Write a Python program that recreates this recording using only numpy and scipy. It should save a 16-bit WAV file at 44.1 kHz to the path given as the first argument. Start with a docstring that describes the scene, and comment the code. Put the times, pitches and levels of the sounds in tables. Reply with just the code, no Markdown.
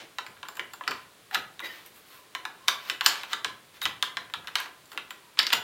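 """Over a steady hiss a loose guard rattles, then plastic and metal parts knock and click: hands slide
a hand guard along the body of an air-powered marker on a towel-covered table in a small room.
Knocks are bursts of contacts exciting damped modes; metal parts ring as beating pairs of modes.
Friction is a stream of random grains that scrape and rasp; noise in narrow resonances gives short
squeaks and rings around knocks. Two broad bands of noise rumble as the table; decaying noise is the room."""
import sys
import numpy as np
from scipy import signal
from scipy.fft import rfft, irfft, next_fast_len
from scipy.io import wavfile

SR = 44100
rng = np.random.default_rng(int(sys.argv[2]) if len(sys.argv) > 2 else 0)


def volts(x):
    """Linear amplitude factor 10**(x/20) for a level x in dB, scalar or array-like."""
    e = np.asarray(x, float) / 20
    return 10 ** e


def put_to_file(sound):
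    """Save the sound as 16-bit audio at rate SR, in the file named by the first command-line argument."""
    columns = np.atleast_2d(sound).T  # one column per channel
    safe = np.clip(columns, -1, 1)
    whole_steps = np.round(safe * 32767)
    wavfile.write(sys.argv[1], SR, whole_steps.astype(np.int16))


N = 248283

# Modes of the damped plastic shell and body.
# Each row: frequency in Hz, relative level in dB, t60 (time to fall by 60 dB) in seconds.
BODY_MODES = [(556, -1.5, 0.035), (751, -8, 0.027), (810, -8, 0.006), (1040, -13.5, 0.14),
              (1133, -1.5, 0.012), (1420, -14.5, 0.019), (1550, 3, 0.0044), (1730, -5.5, 0.015),
              (2050, -20.5, 0.0039), (2012, -5, 0.014), (2355, -18.5, 0.012), (2610, -3, 0.0028),
              (3040, -12, 0.0059), (3430, 6.5, 0.0016), (4170, -20.5, 0.011), (3913, -5, 0.0093),
              (4260, -18, 0.014), (4660, 0.5, 0.00096), (5430, -36, 0.0078), (6240, -7, 0.0016)]


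def rms_one(x):
    """Normalization: scale to an rms of 1."""
    return x / np.sqrt(np.mean(x ** 2) + 1e-20)


def at_hz(points, hz):
    """Interpolation of a (Hz, value) table along a logarithmic frequency axis."""
    table_hz, values = np.array(points).T
    return np.interp(np.log(np.maximum(hz, 1)), np.log(table_hz), values)


def band(x, low_hz, high_hz):
    """Band limiting by a Butterworth band-pass."""
    return signal.sosfilt(signal.butter(2, [low_hz, high_hz], "band", fs=SR, output="sos"), x)


def ring(clicks, hz, t60):
    """Damped resonator: a unit click starts a sine of height 1 that dies exponentially."""
    r = volts(-60 / (t60 * SR))
    w = 2 * np.pi * hz / SR
    return signal.lfilter([0, np.sin(w)], [1, -2 * r * np.cos(w), r * r], clicks + 1e-18)


def lagging(x, seconds):
    """Relaxation: two one-pole low-passes in series make the output lag behind the input."""
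    r = np.exp(-1 / (seconds * SR))
    return signal.lfilter([(1 - r) ** 2], [1, -2 * r, r * r], x + 1e-18)


def stroke(start, end, first_db, last_db):
    """Exponential growth or decay: a gain straight in dB from start to end, with short fades."""
    t = np.arange(N) / SR
    fades = np.clip(np.minimum(t - start, end - t) / 0.0012, 0, 1)
    return volts(np.interp(t, [start, end], [first_db, last_db])) * fades


def thuds(starts, db, t60):
    """Damped response: a gain that rises over 25 ms at each thud while dying exponentially."""
    since = np.arange(N) / SR - starts[:, None]
    decay = volts(db[:, None] - 60 * np.maximum(since, 0) / t60)
    return np.sum(decay * np.clip(since / 0.025, 0, 1), axis=0)


def hiss():
    """Stationary noise: white noise is shaped by a fixed spectrum and held at a constant level."""
    # Spectrum of the hiss. Each row: frequency in Hz, relative density in dB per Hz.
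    spectrum = [(18, -43), (30, -4), (112, -6.5), (394, -0.5), (666, -3), (1040, 4), (1190, 3), (1430, 3),
                (2170, 1), (3870, 1), (5740, -5.5), (10500, -5), (13300, -13.5), (16000, -7)]
    size = next_fast_len(N)
    gain = volts(at_hz(spectrum, np.arange(size // 2 + 1) * SR / size))
    noise = irfft(rfft(rng.standard_normal(size)) * gain, size)[:N]
    return volts(-57) * rms_one(noise)


def room(x, count=5, hold_s=0.12):
    """Diffuse reverberation: after a short gap, noise of unit energy dies at its own rate in each band."""
    # Reverberation time of the room. Each row: frequency in Hz, t60 in seconds.
    reverberation = [(300, 0.69), (1000, 0.42), (3000, 0.33), (6000, 0.24), (14000, 0.28)]
    gap_s = 0.00022
    t = np.arange(SR // 2) / SR
    edges = 150 * 2 ** np.arange(0, 7.1, .5)   # half octaves in Hz
    white = rng.standard_normal((2, count, len(t)))
    echoes = 0
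    for k, (low, high) in enumerate(zip(edges, edges[1:])):
        decay = volts(-60 * t / at_hz(reverberation, np.sqrt(low * high)))
        echoes = echoes + band(white[k % 2], low, high) * decay   # neighbouring bands differ in noise
    echoes = echoes * np.clip(t / gap_s, 0, 1) ** 2
    # the hands keep moving the parts, so one moment after another meets a different set of echoes
    turn = (np.arange(N) / (hold_s * SR)).astype(int) % count
    answer = np.zeros(N)
    for k, echo in enumerate(echoes):
        answer += signal.fftconvolve(x * (turn == k), echo / np.sqrt(np.sum(echo ** 2)))[:N]
    return answer


def rumble(parts):
    """Forced vibration: noise in two broad table resonances follows the thuds, the top also the handling."""
    # A hand shifts its weight on the table.
    # Each row: start in seconds, deep level in dB, table top level in dB.
    weight_shifts = [(0.0, -76, -47.5), (0.27, -61, -58), (0.58, -65, -41), (0.878, -56.5, -38),
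                     (1.36, -55.5, -44), (1.62, -73, -42), (2.9, -65, -51), (3.44, -58, -45),
                     (3.84, -49, -50), (4.15, -61, -80), (4.358, -57, -60), (4.94, -93, -47.5),
                     (5.527, -50, -40)]
    # The table's two resonances, top then deep. Each row: lower edge in Hz, upper edge in Hz.
    table_bands = [(252, 675), (87, 201)]
    rest_top_db, rest_deep_db = -66, -71
    handling_db, handling_follows, lag_s = -36, 0.74, 0.017   # dB under 0 dB of handling, dB per dB, s
    starts, deep_db, top_db = np.transpose(weight_shifts)
    handling = lagging(parts ** 2, lag_s) ** (handling_follows / 2)   # power to compressed amplitude
    top = volts(rest_top_db) + thuds(starts, top_db, 0.2) + volts(handling_db) * handling
    deep = volts(rest_deep_db) + thuds(starts, deep_db, 0.49)
    top_noise, deep_noise = (rms_one(band(rng.standard_normal(N), *edges)) for edges in table_bands)
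    clearer_note = rms_one(ring(top_noise, 453, 0.032))
    top_noise = rms_one(top_noise + 0.11 * clearer_note)
    return top * top_noise + deep * deep_noise


def narrow_tones(width_hz=100):
    """Narrow resonances: noise twice through one mode swells and fades, as squeaks or rings around knocks."""
    # Single resonances that swell and fade.
    # Each row: frequency in Hz, start, loudest moment and end in seconds, level in dB.
    resonances = [(2020, 1.622, 1.65, 1.675, -36), (3830, 1.632, 1.657, 1.675, -42),
                  (2450, 1.635, 1.655, 1.69, -49), (4800, 1.645, 1.66, 1.7, -52),
                  (1860, 1.66, 1.69, 1.74, -51), (3000, 1.67, 1.7, 1.74, -53),
                  (1040, 2.08, 2.14, 2.29, -60), (1070, 2.6, 2.66, 2.68, -54), (960, 5.19, 5.25, 5.3, -61),
                  (760, 1.312, 1.355, 1.39, -37), (3800, 3.811, 3.839, 3.853, -35),
                  (13700, 3.038, 3.05, 3.06, -44), (4700, 5.4, 5.43, 5.465, -44),
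                  (2150, 5.41, 5.44, 5.47, -40)]
    t60 = np.log(1000) / (np.pi * width_hz)   # decay time of a resonance this wide
    t, out = np.arange(N) / SR, np.zeros(N)
    for hz, start, loudest, end, db in resonances:
        tone = ring(ring(rng.standard_normal(N), hz, t60), hz, t60)
        tone = tone / np.std(tone[int(start * SR):int(end * SR)])
        out += volts(db) * np.sqrt(np.interp(t, [start, loudest, end], [0, 1, 0])) * tone
    return out


def scrape(per_s=6000, grain_db=2.5, smooth=8.0):
    """Dry friction: dense uneven grains ring the body, and their bright part is the fine rasp."""
    # The guard slides up to a stop, ever harder.
    # Each row: stop in seconds, length in seconds, final level in dB, fine rasp in dB above the scrape.
    slides = [(0.582, 0.045, -54, -15), (0.889, 0.13, -53, -13), (1.356, 0.034, -25.5, -10),
              (2.69, 0.015, -17.5, -8.5), (2.895, 0.2, -41, -9.5), (3.052, 0.023, -29, -10),
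              (3.338, 0.08, -33.5, -12), (4.937, 0.078, -53, 2), (5.399, 0.024, -23.5, -38),
              (5.538, 0.021, -13.5, -40)]
    # The guard rubs along, swelling and fading.
    # Each row: loudest moment in seconds, length in seconds, level in dB, fine rasp in dB above the rub.
    rubs = [(0.504, 0.12, -61, -12), (0.785, 0.091, -72, -12), (1.654, 0.057, -41.5, -8),
            (1.746, 0.23, -49, -8.5), (1.868, 0.043, -52, -3), (1.97, 0.085, -57.5, 0.5),
            (2.131, 0.19, -54, -3), (2.677, 0.38, -63, -22), (3.761, 0.059, -52, -9),
            (3.832, 0.042, -40.5, 0), (5.25, 0.059, -65, -6)]
    # The loose guard rattles on and settles.
    # Each row: start in seconds, length in seconds, first level in dB, fine rasp in dB above the rattle.
    rattles = [(0.0, 0.063, -41, -21), (0.91, 0.13, -45, -18), (3.054, 0.2, -30.5, -52),
               (4.581, 0.088, -34, -31), (5.4, 0.056, -58, -6), (5.534, 0.059, -29, -42)]
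    swell_db, settle_db = 26, 17   # rise along a slide, fall along a rattle
    heights = volts(grain_db * np.minimum(rng.exponential(1, N), 5))
    grains = (rng.random(N) < per_s / SR) * heights * rng.choice([-1, 1], N)
    ringing = rms_one(sum(volts(db) * ring(grains, hz, t60) for hz, db, t60 in BODY_MODES))
    low = rms_one(ringing + smooth * rms_one(band(grains, 240, 3620)))
    rasp = rms_one(band(grains, 7000, 0.45 * SR))
    t, out = np.arange(N) / SR, np.zeros(N)
    for stop, length, db, rasp_db in slides:
        out += stroke(stop - length, stop, db - swell_db, db) * (low + volts(rasp_db) * rasp)
    for loudest, length, db, rasp_db in rubs:
        swell = np.cos(np.pi * np.clip((t - loudest) / length, -.5, .5))
        out += volts(db) * swell * (low + volts(rasp_db) * rasp)
    for start, length, db, rasp_db in rattles:
        out += stroke(start, start + length, db, db - settle_db) * (low + volts(rasp_db) * rasp)
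    return out


def pings(pair_hz=45):
    """Beats: each metal mode is a close pair of decaying sines, struck unevenly by each blow."""
    # The metal is set ringing. Each row: time in seconds, then the levels of latch, fittings
    # and barrel in dB.
    blows = np.array([(0.2648, -55, -52, -66), (0.4858, -52, -46, -64), (0.5541, -62, -52, -66),
                      (0.5687, -56, -50, -60), (0.7354, -52, -43, -64), (0.8785, -30, -42, -58),
                      (0.9095, -42, -46, -66), (2.8982, -44, -48, -51), (3.0622, -25, -27, -30),
                      (4.8564, -66, -58, -72), (4.9182, -58, -55, -68), (5.1062, -57, -46, -63),
                      (5.3906, -22, -40, -46), (5.4675, -30, -40, -54), (5.5291, -32, -40, -41)])
    # Modes of the metal latch, the small loose fittings and the barrel.
    # Each row: frequency in Hz, relative level in dB, t60 in seconds.
    latch_modes = [(4300, -8, 0.03), (4530, 0, 0.045), (4700, -1, 0.04), (4860, -5, 0.04), (5200, -4, 0.04)]
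    fittings_modes = [(7290, 0, 0.035), (7520, -5, 0.02), (10500, -13, 0.02), (13400, -10, 0.03),
                      (13820, -11, 0.02)]
    barrel_modes = [(6530, -8, 0.06), (7014, -2, 0.17), (7730, -4, 0.08), (8920, -6, 0.1), (9220, -6, 0.06),
                    (9800, -10, 0.08), (10600, -8, 0.1), (11010, -9, 0.12), (12000, -10, 0.09),
                    (12740, -2, 0.05), (13500, -3, 0.04)]
    places = np.round(blows[:, 0] * SR).astype(int)
    out = np.zeros(N)
    for part, modes in enumerate([latch_modes, fittings_modes, barrel_modes]):
        uneven_db = 2.5 * rng.standard_normal((len(blows), len(modes)))
        for k, (hz, db, t60) in enumerate(modes):
            clicks = np.zeros(N)
            clicks[places] = volts(blows[:, 1 + part] + db + uneven_db[:, k])
            out += 0.73 * ring(clicks, hz + pair_hz, t60) + ring(clicks, hz, t60)
    return out


def knocks(ring_db=-26, spread_db=2.5, first_contact=0.74, rise_ms=0.074, evenness=0.8):
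    """Modal excitation: a brief rattle of contacts drives the modes that its landing place favours."""
    # Parts knock. Each row: time in seconds, clack level in dB, clack centre in Hz,
    # hollow centre in Hz, bright tick level in dB.
    landings = [(0.1849, -15.5, 3730, 1040, -18), (0.2649, -31, 1930, 1560, -45),
                (0.367, -44, 3950, 1550, -43), (0.4299, -25.5, 2780, 1180, -33),
                (0.4527, -37, 1930, 1460, -38), (0.4856, -27.5, 4120, 1040, -24),
                (0.554, -48, 2480, 1230, -39), (0.5709, -32, 2760, 1160, -23),
                (0.595, -18.5, 2300, 1820, -27), (0.7357, -32.5, 2640, 1040, -22),
                (0.81, -31, 1200, 840, -49), (0.838, -34, 2880, 1110, -46), (0.87, -38, 2800, 1500, -50),
                (0.8774, -15, 2070, 1410, -43), (0.9107, -23.5, 1820, 1530, -23),
                (0.9166, -22.5, 1950, 1580, -50), (1.3109, -34, 2020, 1600, -28),
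                (1.3315, -31, 2500, 2000, -50), (1.346, -8.5, 4040, 1500, -48),
                (1.3556, -18.5, 1740, 1600, -36), (1.5936, -25.5, 2970, 1730, -53),
                (1.6029, -29, 2530, 1120, -22), (1.862, -80, 3000, 1040, -22),
                (2.3502, -16.5, 3340, 1310, -39), (2.4525, -18, 3040, 1240, -62),
                (2.6824, 0, 3950, 1360, -15), (2.8988, -9, 3620, 1710, -28),
                (3.0096, -9.5, 3430, 1320, -12), (3.0615, 3.5, 4100, 1400, 1),
                (3.2337, -22, 2740, 1340, -21), (3.332, -9, 4070, 1320, -12.5),
                (3.446, -9.5, 4330, 1420, -20), (3.8169, -17, 3860, 1660, -43),
                (3.8547, -8, 3540, 1510, -19), (3.8612, -19, 3330, 1550, -31),
                (4.0258, -6, 3500, 1430, -65), (4.17, -14, 3030, 1250, -20.5),
                (4.2992, -39, 2270, 1870, -35), (4.338, -16, 2850, 1200, -56),
                (4.4448, -42, 1520, 1080, -37), (4.4727, -22.5, 3660, 1830, -64),
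                (4.4816, -29, 2840, 1420, -25), (4.5551, -6, 3600, 1420, -47),
                (4.602, -24.5, 1730, 1590, -13), (4.6591, -34.5, 2570, 1040, -47),
                (4.9177, -35.5, 3200, 1240, -39), (4.9302, -39, 2500, 1200, -34),
                (4.9477, -46, 3740, 900, -30), (4.976, -18, 3040, 1420, -51),
                (5.1073, -27.5, 2730, 1420, -20.5), (5.373, -31, 2590, 1550, -45),
                (5.3902, -5, 3240, 1700, -24), (5.3993, -13.5, 2550, 1550, -31),
                (5.43, -18, 4830, 1990, -37), (5.4674, -12, 3700, 1970, -19),
                (5.5034, -17, 3200, 1670, -27), (5.5235, -21, 2500, 1360, -22),
                (5.5295, -9.5, 2620, 1000, -3)]
    s, clack_db, clack_hz, hollow_hz, tick_db = np.array(landings).T[:, :, None]
    # the hollow sound grows more slowly than the clack: 0.65 dB per dB
    hollow_db = -14 + 0.65 * clack_db
    size, ms = 4096, np.arange(512) * 1000 / SR
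    hz = (np.arange(size // 2 + 1) + .5) * SR / size
    z = np.exp(-2j * np.pi * hz / SR)   # one sample of delay

    def rattle(length_ms, first):
        """Random impacts: a first sharp contact, then a dying burst of further ones, as a spectrum."""
        chance = rng.standard_normal((len(s), 512))
        decay_ms = length_ms * volts(0.04 * clack_db)   # harder knocks rattle longer
        burst = rfft((1 - np.exp(-ms / rise_ms)) * np.exp(-ms / decay_ms) * chance, 512)
        burst = irfft(burst / np.abs(burst) ** evenness)[:, :400]   # many contacts even out the colour
        energy = np.sum(burst ** 2, axis=1, keepdims=True)
        return rfft(burst / np.sqrt(energy), size) + first

    def hump(centre_hz, q):
        """Broad resonance: applied twice, scaled to answer a click at about unit height."""
        return q * SR / centre_hz / 2 / (1 + 1j * q * (hz / centre_hz - centre_hz / hz)) ** 2

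    sharp = rattle(1.98, first_contact)   # decay at a 0 dB clack, in ms
    slow = rattle(17.7, 0)
    modes = 0
    for mode_hz, db, t60 in BODY_MODES:
        r, w = volts(-60 / (t60 * SR)), 2 * np.pi * mode_hz / SR
        strength = volts(db + ring_db + spread_db * rng.standard_normal((len(s), 1)))
        modes = modes + strength * np.sin(w) * z / (1 - 2 * r * np.cos(w) * z + (r * z) ** 2)
    clack = volts(clack_db) * hump(clack_hz, 1.0) * sharp
    hollow = volts(hollow_db) * hump(hollow_hz, 0.86) * slow
    body = (clack + hollow) * (1 + modes)
    # hard edges add a bright tick, through a two-pole high-pass
    tick_hz = 8000
    tick = volts(tick_db) / (1 + np.sqrt(2) * tick_hz / (1j * hz) - (tick_hz / hz) ** 2)
    waves = irfft(body + tick * sharp, size)[:, :-256]
    out = np.zeros(N + size)
    np.add.at(out, np.round(s * SR).astype(int) + np.arange(size - 256), waves)
    return out[:N]


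def scene():
    """Superposition: the parts, their room, the table rumble and the hiss add up."""
    parts = knocks() + pings() + scrape() + narrow_tones()
    # parts this small radiate little below 868 Hz
    parts = signal.sosfilt(signal.butter(3, 868, "high", fs=SR, output="sos"), parts)
    return (parts + volts(-5) * room(parts) + rumble(parts) + hiss())[None]


def band_limit(x):
    """A steep low-pass at the top of the band."""
    return signal.sosfilt(signal.butter(12, 17130, fs=SR, output="sos"), x)


def record(dry):
    """Port resonance and saturation: the treble is coloured, high peaks are rounded, the top is cut."""
    # Resonances of the microphone port. Each row: centre in Hz, width in Hz, extra gain on top (linear).
    port_resonances = [(13000, 3400, 0.4), (15400, 200, 1.2)]
    heard = dry
    for hz, width_hz, gain in port_resonances:
        heard = heard + gain * band(heard, hz - width_hz / 2, hz + width_hz / 2)
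    rounded = heard / (1 + np.abs(heard / .95) ** 8) ** .125
    cut = signal.sosfilt(signal.cheby2(14, 20, 16080, fs=SR, output="sos"), rounded)   # stop edge in Hz
    return band_limit(cut)


dry = scene()
out = record(dry)
put_to_file(out)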